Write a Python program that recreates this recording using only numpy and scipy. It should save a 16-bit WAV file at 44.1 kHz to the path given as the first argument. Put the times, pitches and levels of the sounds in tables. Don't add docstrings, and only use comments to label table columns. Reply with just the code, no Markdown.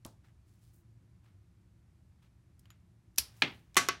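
import sys
import numpy as np
from scipy import signal
from scipy.fft import rfft, irfft, next_fast_len
from scipy.io import wavfile
from scipy.ndimage import uniform_filter1d, map_coordinates

SR = 44100
rng = np.random.default_rng(int(sys.argv[2]) if len(sys.argv) > 2 else 0)


def generate_wav(sig):
    pcm = np.round(np.clip(np.atleast_2d(sig).T, -1, 1) * 32767).astype(np.int16)
    wavfile.write(sys.argv[1], SR, pcm)


N = 176400
T = np.arange(SR * 3 // 4) / SR

# [f/Hz, level/dB]
RUMBLE_SPECTRUM = [(15, -52), (25, -27.5), (40, -14), (58, -4.5), (85, -3.5), (115, -4), (145, -13.5),
                   (175, -10.5), (240, -22), (340, -21), (430, -34), (700, -35), (1300, -38), (2200, -40.5),
                   (3000, -44.5), (9000, -48.5), (12000, -51.5), (15000, -62), (16500, -74.5)]
RUMBLE_DB = -62.5
HUM_HZ, HUM_DB, HUM_WAVER = 112.3, -69, 0.881

# [f/Hz, t60/s]
ROOM_DECAY = [(100, 0.6), (300, 0.31), (700, 0.288), (1800, 0.2538), (5000, 0.2483), (13000, 0.231)]
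# [f/Hz, level/dB]
ROOM_SPECTRUM = [(100, 1.5), (400, 3.5), (1100, 0.5), (2500, 1), (6000, -2), (10000, -4.5), (16000, -8.5)]
ROOM_RISE_S, LATE_DB, LATE_T60 = 0.00099, -28, 0.29

# [t/s, level/dB, centre f/Hz, wire ring level/dB]
SMALL_TICKS = [(0.0493, -40.5, 5470, -34), (0.0629, -46.5, 12500, -28.5), (2.594, -58.5, 7500, -22.5),
               (2.656, -58.5, 1980, -19), (2.704, -51.5, 1923, -4), (2.714, -68.5, 1600, -19),
               (3.16, -58, 6980, -10), (3.181, -40, 1129, -29.5), (3.745, -49, 3946, -38.5),
               (3.756, -41.5, 1690, -37.5)]
TICK_T60, TICK_OCTAVES, TICK_ROOM_DB = 0.01557, 0.793, -17.5
# [f/Hz, level/dB, t60/s]
WIRE_MODES = [(6830, -5, 0.07), (7010, -7.5, .06), (11570, -6, .045)]
BUMP_S, BUMP_DB, BUMP_T60 = 0.0545, -45.5, 0.102
# [f/Hz, level/dB]
BUMP_SPECTRUM = [(30, -6), (90, 0), (280, -7), (500, -10), (900, -9), (1400, -18.5), (5000, -50)]
# [t/s, length/s, level/dB, centre f/Hz]
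FINGER_RUBS = [(0.235, 0.0963, -71, 1150), (0.447, 0.297, -80.5, 5900), (0.608, 0.168, -75, 5940),
               (0.727, 0.1095, -72, 14400), (1.228, 0.131, -75.5, 1200), (2.217, 0.081, -72, 1530),
               (2.63, 0.049, -79.5, 1390), (3.328, 0.37, -71, 7027)]
RUB_GRAIN_DB = 2.5
RUB_ATTACK_SHARE, RUB_OCTAVES = 0.132, 1.085

# [t/s, level/dB]
PEG_CONTACTS = [(3.1769, -38.5), (3.181, -25.5), (3.1836, -12.5), (3.1848, -13.5)]
# [f/Hz, level/dB]
SNAP_SPECTRUM = [(100, -23.5), (350, -18), (650, -26.5), (1000, -19), (1700, -16), (2500, -10),
                 (3600, -9.5), (4900, 0), (5600, -1), (6300, -8), (8500, -9.5), (9700, -4), (13000, -7),
                 (16000, -19.5)]
SNAP_T60, SNAP_BODY_DB, SNAP_BODY_T60, SNAP_ROOM_DB = 0.0067, -15.5, 0.084, -26
# [f/Hz, level/dB, t60/s]
PEG_MODES = [(2890, -20, .09), (3850, -4.5, .07), (4240, -8.5, 0.05), (5540, 4.5, 0.077), (5520, -0.5, .08),
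             (8900, 1.5, .05), (11770, -14.5, .05), (12700, 1.5, 0.057)]
PEG_DB = -34
# [f/Hz, level/dB]
AIR_SPECTRUM = [(300, 4.5), (1200, 3.5), (3000, 0.5), (6000, -6.5), (11000, -13), (16000, -10.5)]
AIR_DB, AIR_T60 = -56, 2
QUIVER_S, QUIVER_HZ, QUIVER_DB, QUIVER_T60, QUIVER_RISE_S = 3.189, 66.3, -29.5, 0.11, 0.0167

KNOCK_S, KNOCK_CONTACT_DB, KNOCK_CLATTER_DB, KNOCK_ROOM_DB = 3.4204, -12, -23, -31
KNOCK_RING_DB, KNOCK_BOOM_DB = -31, -39
KNOCK_CONTACT_T60, KNOCK_CLATTER_T60 = 0.0127, 0.07
KNOCK_BOOM_T60, KNOCK_BOOM_HZ = 0.3034, 218.5
KNOCK_RATTLE_DB = 2
KNOCK_ECHO_S, KNOCK_ECHO_DB = 0.0032, -6.5
# [f/Hz, level/dB]
KNOCK_CONTACT_SPECTRUM = [(100, -21), (700, -15), (1300, -1.5), (2200, -1), (3100, -1), (3700, -1),
                          (4200, 7.5), (4900, -23.5), (5800, -14), (7500, -25.5), (12000, -29),
                          (16000, -37.5)]
# [f/Hz, level/dB]
KNOCK_SPECTRUM = [(50, -27.5), (120, -3.5), (380, -7.5), (550, -12), (800, -5), (1300, -4.5), (2400, 1.5),
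                  (3200, -1), (4200, -5.5), (5200, -12.5), (7500, -24.5), (11500, -39.5), (16000, -47.5)]
# [f/Hz, level/dB, t60/s]
PANEL_MODES = [(138.6, -13, 0.35), (273.8, -8.5, 0.21), (1306, -21.5, 0.057), (2111.5, -2.5, 0.16),
               (2429.3, 7, 0.074), (2988.6, 4.5, 0.04), (3308, -3, 0.16), (4244, -13, 0.14)]
MODE_SPACING_HZ, MODE_SCATTER_DB = 95.417, 2

# [t/s, contact level/dB, clatter level/dB, clatter t60/s, swell of the wood/s,
# room level/dB, ring level/dB, treble shelf/dB]
TABLE_IMPACTS = [(3.7673, -7, -14, 0.0661, 0.00233, -24.5, -20.5, 9),
                 (3.8868, -11.5, -22, 0.0322, 0.000334, -36.5, -30.5, -1.5)]
# [f/Hz, level/dB]
CONTACT_SPECTRUM = [(40, -40), (150, -15), (500, -6.5), (1500, -6.5), (3500, 5), (6000, 5), (9000, -6),
                    (13000, -8), (16000, -8)]
# [f/Hz, level/dB]
CLATTER_SPECTRUM = [(40, -25), (100, -8.5), (190, -8), (280, -7.5), (390, -3.5), (500, -8.5), (600, -8.5),
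                    (720, -7), (930, -5.5), (1120, -2.5), (1450, 3.5), (2200, -.5), (3300, -2),
                    (4400, -2.5), (5100, -4.5), (5800, -0.5), (7500, -13), (12000, -19.5), (16000, -36.5)]
# [f/Hz, level/dB, t60/s]
TABLE_MODES = [(266, -18, .28), (375, -3, .06), (694, -17, .26), (1098, 3, .06), (1131, -1.5, .16),
               (1282, -6, .12), (1537, -9, .17), (1793, -11, .12), (2026, 0, .09), (2183, -8, .11),
               (2401, -15, .2), (2560, -11, .12), (2668, -9, .11), (3020, -11, .14), (4242, -15, .14),
               (4615, -13, .13), (5425, -11, .11), (5705, -15, .13)]
CONTACT_T60, TREBLE_HZ = 0.00214, 6500

TOP_HZ = 15900


def amp(db):
    return 10 ** (np.asarray(db) / 20)


def unit(x):
    return x / np.sqrt(np.mean(x ** 2) + 1e-20)


def along(points, hz):
    f, v = np.transpose(points)
    return np.interp(np.log(hz + 1), np.log(f + 1), v)


def add(out, s, x):
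    i = round(s * SR)
    out[i:i + len(x)] += x[:N - i]


def coloured(x, shape_db):
    m = 2 * next_fast_len(len(x) // 2 + SR // 10)
    gain = unit(amp(shape_db(np.fft.rfftfreq(m, 1 / SR))))
    cepstrum = irfft(np.log(np.maximum(gain, 1e-6)))
    cepstrum[1:m // 2] *= 2
    cepstrum[m // 2 + 1:] = 0
    response = np.exp(rfft(cepstrum))
    return irfft(rfft(x, m) * response)[:len(x)]


def shaped(x, points):
    return coloured(x, lambda hz: along(points, hz))


def band(centre_hz, octaves):
    return lambda hz: -10 * np.log10(1 + (np.log2((hz + 1) / centre_hz) / octaves) ** 4)


def decay_at(t, t60):
    return np.exp(-np.log(1000) * t / t60)


def fade(t60):
    return decay_at(T, t60)


def rise(seconds):
    return 1 - np.exp(-T / seconds)


def burst(t60):
    x = rng.standard_normal(len(T)) * fade(t60)
    return x * np.linalg.norm(fade(t60)) / np.linalg.norm(x)


def ring(modes, scatter_db=0.55):
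    out = np.zeros(len(T))
    for hz, db, t60 in modes:
        level = amp(db + scatter_db * rng.normal())
        out += level * fade(t60) * np.sin(2 * np.pi * (hz * T + rng.random()))
    return out


def room():
    hz, t, z = signal.stft(rng.standard_normal(len(T)), SR, nperseg=256)
    early = decay_at(t, along(ROOM_DECAY, hz)[:, None])
    late = amp(LATE_DB + band(1200, octaves=2.2)(hz))[:, None] * decay_at(t, LATE_T60)
    colour = amp(along(ROOM_SPECTRUM, hz))[:, None]
    tail = signal.istft(z * np.hypot(early, late) * colour, SR)[1]
    return tail[:len(T)] * rise(ROOM_RISE_S)


def background(rate=7):
    rumble = shaped(rng.standard_normal(N + SR), RUMBLE_SPECTRUM)[SR:]
    t = np.arange(N) / SR
    knots = int(N * rate / SR) + 4
    a, b = [map_coordinates(rng.standard_normal(knots), [t * rate]) for _ in range(2)]
    waver = 1 + HUM_WAVER * (a + 1j * b)
    hum = np.real(waver * np.exp(2j * np.pi * HUM_HZ * t))
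    return amp(RUMBLE_DB) * unit(rumble) + amp(HUM_DB) * unit(hum)


def ticks():
    out = np.zeros(N)
    for s, db, hz, wire_db in SMALL_TICKS:
        tick = coloured(burst(TICK_T60) + amp(TICK_ROOM_DB) * room(), band(hz, TICK_OCTAVES))
        add(out, s, amp(db) * (tick + amp(wire_db) * ring(WIRE_MODES)))
    return out


def grip_shift():
    out = np.zeros(N)
    bump = burst(BUMP_T60) + amp(-12) * room()
    add(out, BUMP_S, amp(BUMP_DB) * shaped(bump, BUMP_SPECTRUM))
    return out


def rubs():
    out = np.zeros(N)
    for s, length, db, hz in FINGER_RUBS:
        stroke = np.interp(np.linspace(0, 1, int(length * SR)), [0, RUB_ATTACK_SHARE, 1], [0, 1, 0])
        grain = unit(uniform_filter1d(rng.standard_normal(len(stroke)), size=130))
        stroke = stroke * amp(RUB_GRAIN_DB * grain)
        noise = coloured(rng.standard_normal(len(stroke)), band(hz, RUB_OCTAVES))
        add(out, s, amp(db) * stroke * noise)
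    return out


def snap():
    out = np.zeros(N)
    for s, db in PEG_CONTACTS:
        body = amp(SNAP_BODY_DB) * burst(SNAP_BODY_T60)
        clap = shaped(burst(SNAP_T60) + body + amp(SNAP_ROOM_DB) * room(), SNAP_SPECTRUM)
        air = amp(AIR_DB) * shaped(burst(AIR_T60), AIR_SPECTRUM)
        add(out, s, amp(db) * (clap + amp(PEG_DB) * ring(PEG_MODES) + air))
    return out


def spoon_quiver():
    out = np.zeros(N)
    envelope = rise(QUIVER_RISE_S) ** 2 * fade(QUIVER_T60)
    add(out, QUIVER_S, amp(QUIVER_DB) * envelope * np.sin(2 * np.pi * QUIVER_HZ * T))
    return out


def board(count=260):
    hz = MODE_SPACING_HZ * (np.arange(count) + rng.random(count))
    phases = np.exp(2j * np.pi * rng.random(count))
    lines = np.zeros(SR // 2 + 1, complex)
    lines[np.minimum(hz.astype(int), SR // 2)] = amp(MODE_SCATTER_DB * rng.standard_normal(count)) * phases
    return unit(irfft(lines)[:len(T)])


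def rattle(depth_db):
    flutter = unit(uniform_filter1d(rng.standard_normal(len(T)), size=150))
    return unit(amp(depth_db * flutter))


def far_knock():
    out = np.zeros(N)
    contact = amp(KNOCK_CONTACT_DB) * shaped(burst(KNOCK_CONTACT_T60), KNOCK_CONTACT_SPECTRUM)
    clatter = amp(KNOCK_CLATTER_DB) * fade(KNOCK_CLATTER_T60) * board()
    body = shaped(clatter + amp(KNOCK_ROOM_DB) * room(), KNOCK_SPECTRUM) * rattle(KNOCK_RATTLE_DB)
    hump = band(KNOCK_BOOM_HZ, octaves=1.1)
    boom = coloured(burst(KNOCK_BOOM_T60) * rise(ROOM_RISE_S), lambda hz: 2 * hump(hz))
    boom = amp(KNOCK_BOOM_DB) * boom
    panel = amp(KNOCK_RING_DB) * ring(PANEL_MODES)
    add(out, KNOCK_S, rise(0.00063) * (contact + body + boom + panel))
    echo = shaped(burst(KNOCK_CONTACT_T60), KNOCK_SPECTRUM)
    add(out, KNOCK_S + KNOCK_ECHO_S, amp(KNOCK_CONTACT_DB + KNOCK_ECHO_DB) * echo)
    return out


def click(t60):
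    push = np.linalg.norm(fade(t60)) * signal.unit_impulse(len(T), idx=5)
    return (push + burst(t60)) / np.sqrt(2)


def ball_on_table():
    out, top = np.zeros(N), board()
    for s, contact_db, clatter_db, t60, swell_s, room_db, ring_db, treble_db in TABLE_IMPACTS:
        def clatter_shape(hz):
            shelf = np.clip(np.log2((hz + 1) / TREBLE_HZ) * 2 + 0.5, 0, 1)
            return along(CLATTER_SPECTRUM, hz) + treble_db * shelf

        contact = amp(contact_db) * shaped(click(CONTACT_T60), CONTACT_SPECTRUM)
        clatter = amp(clatter_db) * rise(swell_s) * fade(t60) * top
        body = coloured(clatter + amp(room_db) * room(), clatter_shape)
        add(out, s, contact + body + amp(ring_db) * rise(swell_s) * ring(TABLE_MODES))
    return out


def scene():
    handling = ticks() + grip_shift() + rubs()
    release = snap() + spoon_quiver()
    return (background() + handling + release + far_knock() + ball_on_table())[None]


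def record(dry):
    return signal.sosfilt(signal.ellip(10, 0.1, 80, TOP_HZ, fs=SR, output="sos"), dry)


dry = scene()
out = record(dry)
generate_wav(out)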